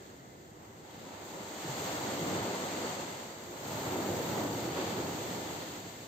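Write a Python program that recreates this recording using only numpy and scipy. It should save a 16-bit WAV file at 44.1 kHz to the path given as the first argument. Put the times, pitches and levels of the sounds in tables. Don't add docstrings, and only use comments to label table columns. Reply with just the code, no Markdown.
import sys
import numpy as np
from scipy import signal
from scipy.fft import rfft, irfft, next_fast_len
from scipy.io import wavfile

SR = 44100
rng = np.random.default_rng(int(sys.argv[2]) if len(sys.argv) > 2 else 0)


def wav_record(signal):
    frames = np.transpose(np.atleast_2d(signal))
    bounded = np.clip(frames, -1, 1)
    quanta = np.round(bounded * 32767).astype(np.int16)
    wavfile.write(sys.argv[1], SR, quanta)


N = 267687
TIME = np.arange(N) / SR
FFT_SIZE = next_fast_len(N + 4096)
BIN_HZ = np.maximum(np.arange(FFT_SIZE // 2 + 1) * SR / FFT_SIZE, 1)


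def from_db(db):
    return 10 ** (np.asarray(db) / 20)


def at_bins(curve):
    hz, value = np.transpose(curve)
    return np.interp(np.log(BIN_HZ), np.log(hz), value)


def filtered(x, gain_db):
    return irfft(rfft(x, FFT_SIZE) * from_db(gain_db), FFT_SIZE)[..., :N]


def coloured(x, spectrum):
    x = filtered(x, at_bins(spectrum))
    return x / np.std(x.mean(axis=0))


def drift(knots_per_s):
    knots = rng.standard_normal(2048)
    return np.interp(TIME * knots_per_s, np.arange(len(knots)), knots) / np.sqrt(2 / 3)


def ring(clicks, hz, t60_s):
    r, w = from_db(-60 / (t60_s * SR)), 2 * np.pi * hz / SR
    return signal.lfilter([0, np.sin(w)], [1, -2 * r * np.cos(w), r * r], clicks + 1e-18)


def arrive(x, bearing, mic_lag_s=.00046):
    lag = bearing * mic_lag_s * SR
    left_lag = round(lag / 2)
    return np.array([np.roll(x, left_lag), np.roll(x, left_lag - round(lag))])


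# (time [s], bearing [-1 left, 1 right], width [same scale])
SHORE_FOCUS = [(0, -.3, 2.3), (.7, -0.13, 1.1), (1.2, 0.16, 0.54), (1.8, -0.3, 0.41), (2.7, -0.29, 0.41),
               (3.4, -.1, 0.53), (4.2, -0.11, 0.44), (5.0, 0.081, 0.47), (6.05, .15, 0.55)]

def shoreline(count=14):
    bearings = np.sin(np.linspace(-1.35, 1.35, count))
    times_s, centres, widths = np.transpose(SHORE_FOCUS)
    centre, width = np.interp(TIME, times_s, centres), np.interp(TIME, times_s, widths)
    shares = np.exp(-.5 * ((bearings[:, None] - centre) / width) ** 2)
    return bearings, np.sqrt(shares / shares.sum(axis=0))


def flanks(shore):
    bearings, _ = shore
    shares = np.abs(bearings) ** 4.5
    return bearings, np.sqrt(shares / shares.sum())


def rush(shore, scatter):
    direct = sum(arrive(gain * rng.standard_normal(N), bearing) for bearing, gain in zip(*shore))
    return np.sqrt(1 - scatter) * direct + np.sqrt(scatter) * rng.standard_normal((2, N))


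def bubbles(low_hz, high_hz, per_s, t60_cycles, spread_db, sizes=14):
    out = np.zeros((2, N))
    for hz, bearing in zip(np.geomspace(low_hz, high_hz, sizes), rng.uniform(-1, 1, sizes)):
        chance = rng.random(N) * sizes * SR / per_s
        born = np.flatnonzero(chance < 1)
        level_db = spread_db * np.minimum(-np.log(chance[born] + 1e-9), 4)
        clicks = np.zeros(N)
        clicks[born] = from_db(level_db) * (-1.) ** born
        out += arrive(ring(clicks, hz, t60_cycles / hz), bearing) * hz / high_hz
    return out / np.std(out)


# (frequency [Hz], level [dB])
SEA_SPECTRUM = [(18, -18), (33, -12), (60, -1), (85, 6.3), (130, 1.2), (200, -4.5), (300, -14), (800, -50),
                (4000, -81)]

def open_sea(shore, level_db=-64.3):
    return from_db(level_db) * coloured(rush(shore, scatter=.14), SEA_SPECTRUM)


# (break [s], spent [s], build-up [dB/s], ebb [dB/s], weight [dB], landing jump [dB])
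WAVE_TRAIN = [(-2, -.54, 20, 27, 0, 0), (1.65, 2.94, 21, 19.2, 0, 0), (3.62, 5.48, 23.4, 11.4, 2.2, 2.9)]
# (time [s], peak [dB], half-length [s], centre [Hz], loss one octave off centre [dB])
CREST_PLUNGES = [(.66, -58, .1, 600, 6), (.93, -57.5, .1, 1100, 5), (1.0, -61, .095, 2300, 2),
                 (1.03, -53, .09, 300, 3), (1.19, -52, .09, 800, 3), (1.29, -58, .06, 4500, 3),
                 (1.38, -49.5, .06, 400, 3), (1.69, -51.5, .047, 70, 2), (1.66, -55, .06, 2300, 4),
                 (1.81, -49.5, .035, 75, 2), (1.83, -51.5, .04, 6800, 11), (1.9, -50.5, .05, 1400, 2.8),
                 (2.06, -50, .06, 90, 3), (2.2, -54, .1, 3600, 3), (2.28, -41.8, .07, 185, 2.2),
                 (2.43, -41.5, .1, 330, 1.5), (2.85, -46, .04, 480, 1.8), (3.73, -47.5, .06, 220, 1.3),
                 (3.93, -44.8, .08, 450, 2.6), (4.11, -47, .05, 68, 1.6), (4.23, -42.3, .09, 270, 2.6),
                 (4.27, -54.5, .24, 3800, 1.6), (4.385, -39, .08, 330, 2.2), (4.51, -46, .07, 90, 2),
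                 (4.67, -43.8, .05, 135, 1.3), (4.795, -42, .04, 700, 3), (4.8, -51.8, .13, 2700, 5),
                 (4.92, -44.5, .08, 540, 1.8), (5.04, -42.5, .07, 260, 1.8), (5.17, -49, .04, 80, 1.5),
                 (5.29, -47, .06, 230, 2), (5.5, -47.5, .1, 270, 1.6), (5.62, -54, .05, 1500, 2.5)]

def swell(hz, level_db, calm_db, delay_s, steepness, sag_db_per_s, weight_share, ebb_share, spill_db=0):
    spill_lead_s, spill_half_s, landing_half_s = .78, .08, .03
    power = from_db(calm_db) ** 2
    for break_s, spent_s, build_db_per_s, ebb_db_per_s, weight_db, jump_db in WAVE_TRAIN:
        age_s = TIME - break_s - delay_s
        unspilled = .5 - .5 * np.tanh((TIME - break_s + spill_lead_s) / spill_half_s)
        airborne = .5 - .5 * np.tanh((TIME - break_s) / landing_half_s)
        build_db = steepness * build_db_per_s * np.minimum(age_s, 0)
        build_db -= spill_db * unspilled + jump_db * airborne
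        sag_db = sag_db_per_s * np.maximum(age_s, 0)
        ebb_db = ebb_share * ebb_db_per_s * np.maximum(TIME - spent_s, 0)
        power += from_db(level_db + weight_share * weight_db + build_db - sag_db - ebb_db) ** 2
    for time_s, peak_db, half_s, centre_hz, octave_loss_db in CREST_PLUNGES:
        height = from_db(peak_db - octave_loss_db * np.log2(hz / centre_hz) ** 2)
        power += height ** 2 * np.exp(-((TIME - time_s) / half_s) ** 2)
    return np.sqrt(power)


# (frequency [Hz], level [dB])
BACKWASH_SPECTRUM = [(300, -25), (620, 2), (850, 0), (1050, -1), (1320, .3), (1600, -1.5), (1780, -1),
                     (2080, -2.5), (2300, -12), (3200, -16), (4600, -16), (8000, -48)]

def backwash(shore, level_db=-56, lead_s=.16, gather_db_per_s=7, drain_db_per_s=9.5, weight_share=-1.2):
    flow = 0
    for _, spent_s, _, _, weight_db, _ in WAVE_TRAIN:
        age_s = TIME - spent_s + lead_s
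        shape_db = np.minimum(gather_db_per_s * age_s, -drain_db_per_s * age_s)
        flow = np.maximum(flow, from_db(level_db + weight_share * weight_db + shape_db))
    trickle = from_db(-19) * bubbles(1600, 2420, per_s=600, t60_cycles=33, spread_db=3.5)
    return coloured(rush(flanks(shore), scatter=.05) + trickle, BACKWASH_SPECTRUM) * flow


# (frequency [Hz], level [dB])
TOP_HISS_SPECTRUM = [(9000, -45), (11200, -50), (11650, 7.5), (13300, 7.5), (15400, 6), (16500, -30)]

def top_hiss(shore):
    gain = swell(hz=13000, level_db=-58.3, calm_db=-76.2, delay_s=.14, steepness=1.08,
                 sag_db_per_s=3, weight_share=.55, ebb_share=.95, spill_db=7)
    return coloured(rush(shore, scatter=.95), TOP_HISS_SPECTRUM) * gain


# (frequency [Hz], level [dB])
LOWER_HISS_SPECTRUM = [(200, -48), (900, -5), (1300, -1.5), (1560, -3), (1750, 2.6), (1900, 0), (2100, 1),
                       (2380, -1.8), (3050, 1.4), (4000, 1.2), (4710, 1.8), (4850, -6.8), (5900, -11),
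                       (7000, -30), (9000, -70)]
UPPER_HISS_SPECTRUM = [(2500, -40), (4600, -14), (5000, -8), (5900, -6.2), (6400, 0), (7500, -.8),
                       (7900, -4.3), (8550, -5.8), (8850, -30), (9500, -62)]

def surf_hiss(shore):
    lower_gain = swell(hz=3000, level_db=-47.9, calm_db=-68.8, delay_s=.14, steepness=1.08,
                       sag_db_per_s=.9, weight_share=-.95, ebb_share=1.1, spill_db=5)
    upper_gain = swell(hz=7000, level_db=-49.2, calm_db=-67.9, delay_s=.13, steepness=1.02,
                       sag_db_per_s=1.4, weight_share=-.8, ebb_share=1.05, spill_db=7)
    crackle = from_db(-13) * bubbles(1900, 4700, per_s=3200, t60_cycles=24, spread_db=2.6)
    lower = coloured(rush(shore, scatter=.7) + crackle, LOWER_HISS_SPECTRUM)
    upper = coloured(rush(shore, scatter=.76), UPPER_HISS_SPECTRUM)
    return lower * lower_gain + upper * upper_gain


# (frequency [Hz], level [dB])
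CHURN_SPECTRUM = [(60, -63), (330, -21.5), (520, -1.5), (680, -2.5), (930, -1.4), (1080, -6.6),
                  (1300, -6.8), (1560, -10.8), (2100, -13), (3200, -24), (6000, -76), (9000, -72)]

def churn(shore):
    gain = swell(hz=855, level_db=-41.2, calm_db=-69, delay_s=.22, steepness=.95,
                 sag_db_per_s=2.7, weight_share=-.7, ebb_share=1.14, spill_db=1.5)
    plops = from_db(-16.5) * bubbles(632, 2226, per_s=1500, t60_cycles=31, spread_db=2)
    return coloured(rush(shore, scatter=.022) + plops, CHURN_SPECTRUM) * gain


def white_water(shore):
    surge_db = .45 * drift(40) + .4 * drift(17)
    clump_db = .5 * drift(420)
    wash = churn(shore) + surf_hiss(shore) * from_db(clump_db) + top_hiss(shore) * from_db(1.7 * clump_db)
    return wash * from_db(surge_db)


# (time [s], level [dB], start pitch [Hz], t60 [s])
AIR_POCKETS = [(1.353, -35, 326, .05), (1.643, -27, 340, 0.042), (1.65, -36, 166, .2),
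               (1.688, -34, 144, 0.19), (1.818, -24, 430, .04), (2.056, -23.5, 305, .05),
               (2.264, -27, 290, 0.06), (2.393, -27, 500, .05), (2.481, -24, 490, 0.042),
               (2.842, -28, 460, 0.051), (3.855, -29, 205, .06), (3.968, -26, 332, .06),
               (4.105, -32, 108, 0.11), (4.294, -25, 370, .05), (4.373, -23, 400, .05),
               (4.394, -25, 330, 0.059), (4.457, -16.5, 290, 0.031), (4.671, -29, 347, 0.078),
               (4.786, -24, 391, .07), (4.92, -29, 195, .07), (4.998, -25, 350, .05),
               (5.078, -25, 330, .05), (5.306, -32, 175, .08)]

def gulps(attack_s=.0049, pitch_sag_per_s=2.2):
    out = np.zeros(N)
    for time_s, level_db, hz, t60_s in AIR_POCKETS:
        age_s = np.maximum(TIME - time_s, 0)
        attack = 1 - np.exp(-age_s / attack_s)
        decay_db = 60 * np.minimum(age_s / t60_s, 3)
        cycles = hz * (1 - np.exp(-pitch_sag_per_s * age_s)) / pitch_sag_per_s
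        out += from_db(level_db - decay_db) * attack * np.sin(2 * np.pi * cycles)
    return out


# (frequency [Hz], level [dB])
BOOM_SPECTRUM = [(22, -51), (40, -33), (60, -21), (80, -9), (102, -1), (130, -2), (165, -1), (230, -9),
                 (450, -57), (1500, -82)]

def boom(shore):
    gain = swell(hz=111, level_db=-49.4, calm_db=-59.7, delay_s=.17, steepness=2.3,
                 sag_db_per_s=3, weight_share=1.6, ebb_share=1.35)
    return coloured(rush(shore, scatter=.03), BOOM_SPECTRUM) * gain


# (frequency [Hz], level [dB])
ROAR_SPECTRUM = [(30, -51), (100, -43), (170, -3), (215, -.8), (290, 1.8), (360, 2), (440, -0.7),
                 (505, -.2), (570, -4.5), (750, -7.3), (1200, -28), (5000, -70)]

def roar(shore):
    gain = swell(hz=330, level_db=-39.5, calm_db=-55.6, delay_s=.44, steepness=.85,
                 sag_db_per_s=4.4, weight_share=.8, ebb_share=1.1)
    gurgle = from_db(-28.5) * bubbles(198, 604, per_s=490, t60_cycles=7.7, spread_db=1.5)
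    tumble_db = .7 * drift(20) + .35 * drift(45)
    return coloured(rush(shore, scatter=.0097) + gurgle, ROAR_SPECTRUM) * gain * from_db(tumble_db)


def scene():
    shore = shoreline()
    return open_sea(shore) + boom(shore) + roar(shore) + gulps() + white_water(shore) + backwash(shore)


# (frequency [Hz], gain [dB])
BODY_RESPONSE = [(300, -34), (900, -24), (1600, -14), (3300, -13), (5000, -19), (9000, -34)]

def body_echo(dry, left_s=.0033, right_s=.00298):
    echo = filtered(dry.mean(axis=0), at_bins(BODY_RESPONSE))
    return np.array([np.interp(TIME - delay_s, TIME, echo) for delay_s in (left_s, right_s)])


# (frequency [Hz], left minus right [dB])
MIC_BALANCE = [(60, -1.4), (250, -.4), (900, -0.5), (1700, -0.5), (2800, 2), (4300, 1), (6000, -1.5),
               (7400, 6.8), (8500, -4), (11800, -7), (15000, -9)]

def record(dry, cutoff_hz=15600):
    half_db = at_bins(MIC_BALANCE) / 2
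    heard = filtered(dry + body_echo(dry), [half_db, -half_db])
    low_pass = signal.ellip(12, .1, 90, cutoff_hz, fs=SR, output="sos")
    return signal.sosfilt(low_pass, heard)


dry = scene()
out = record(dry)
wav_record(out)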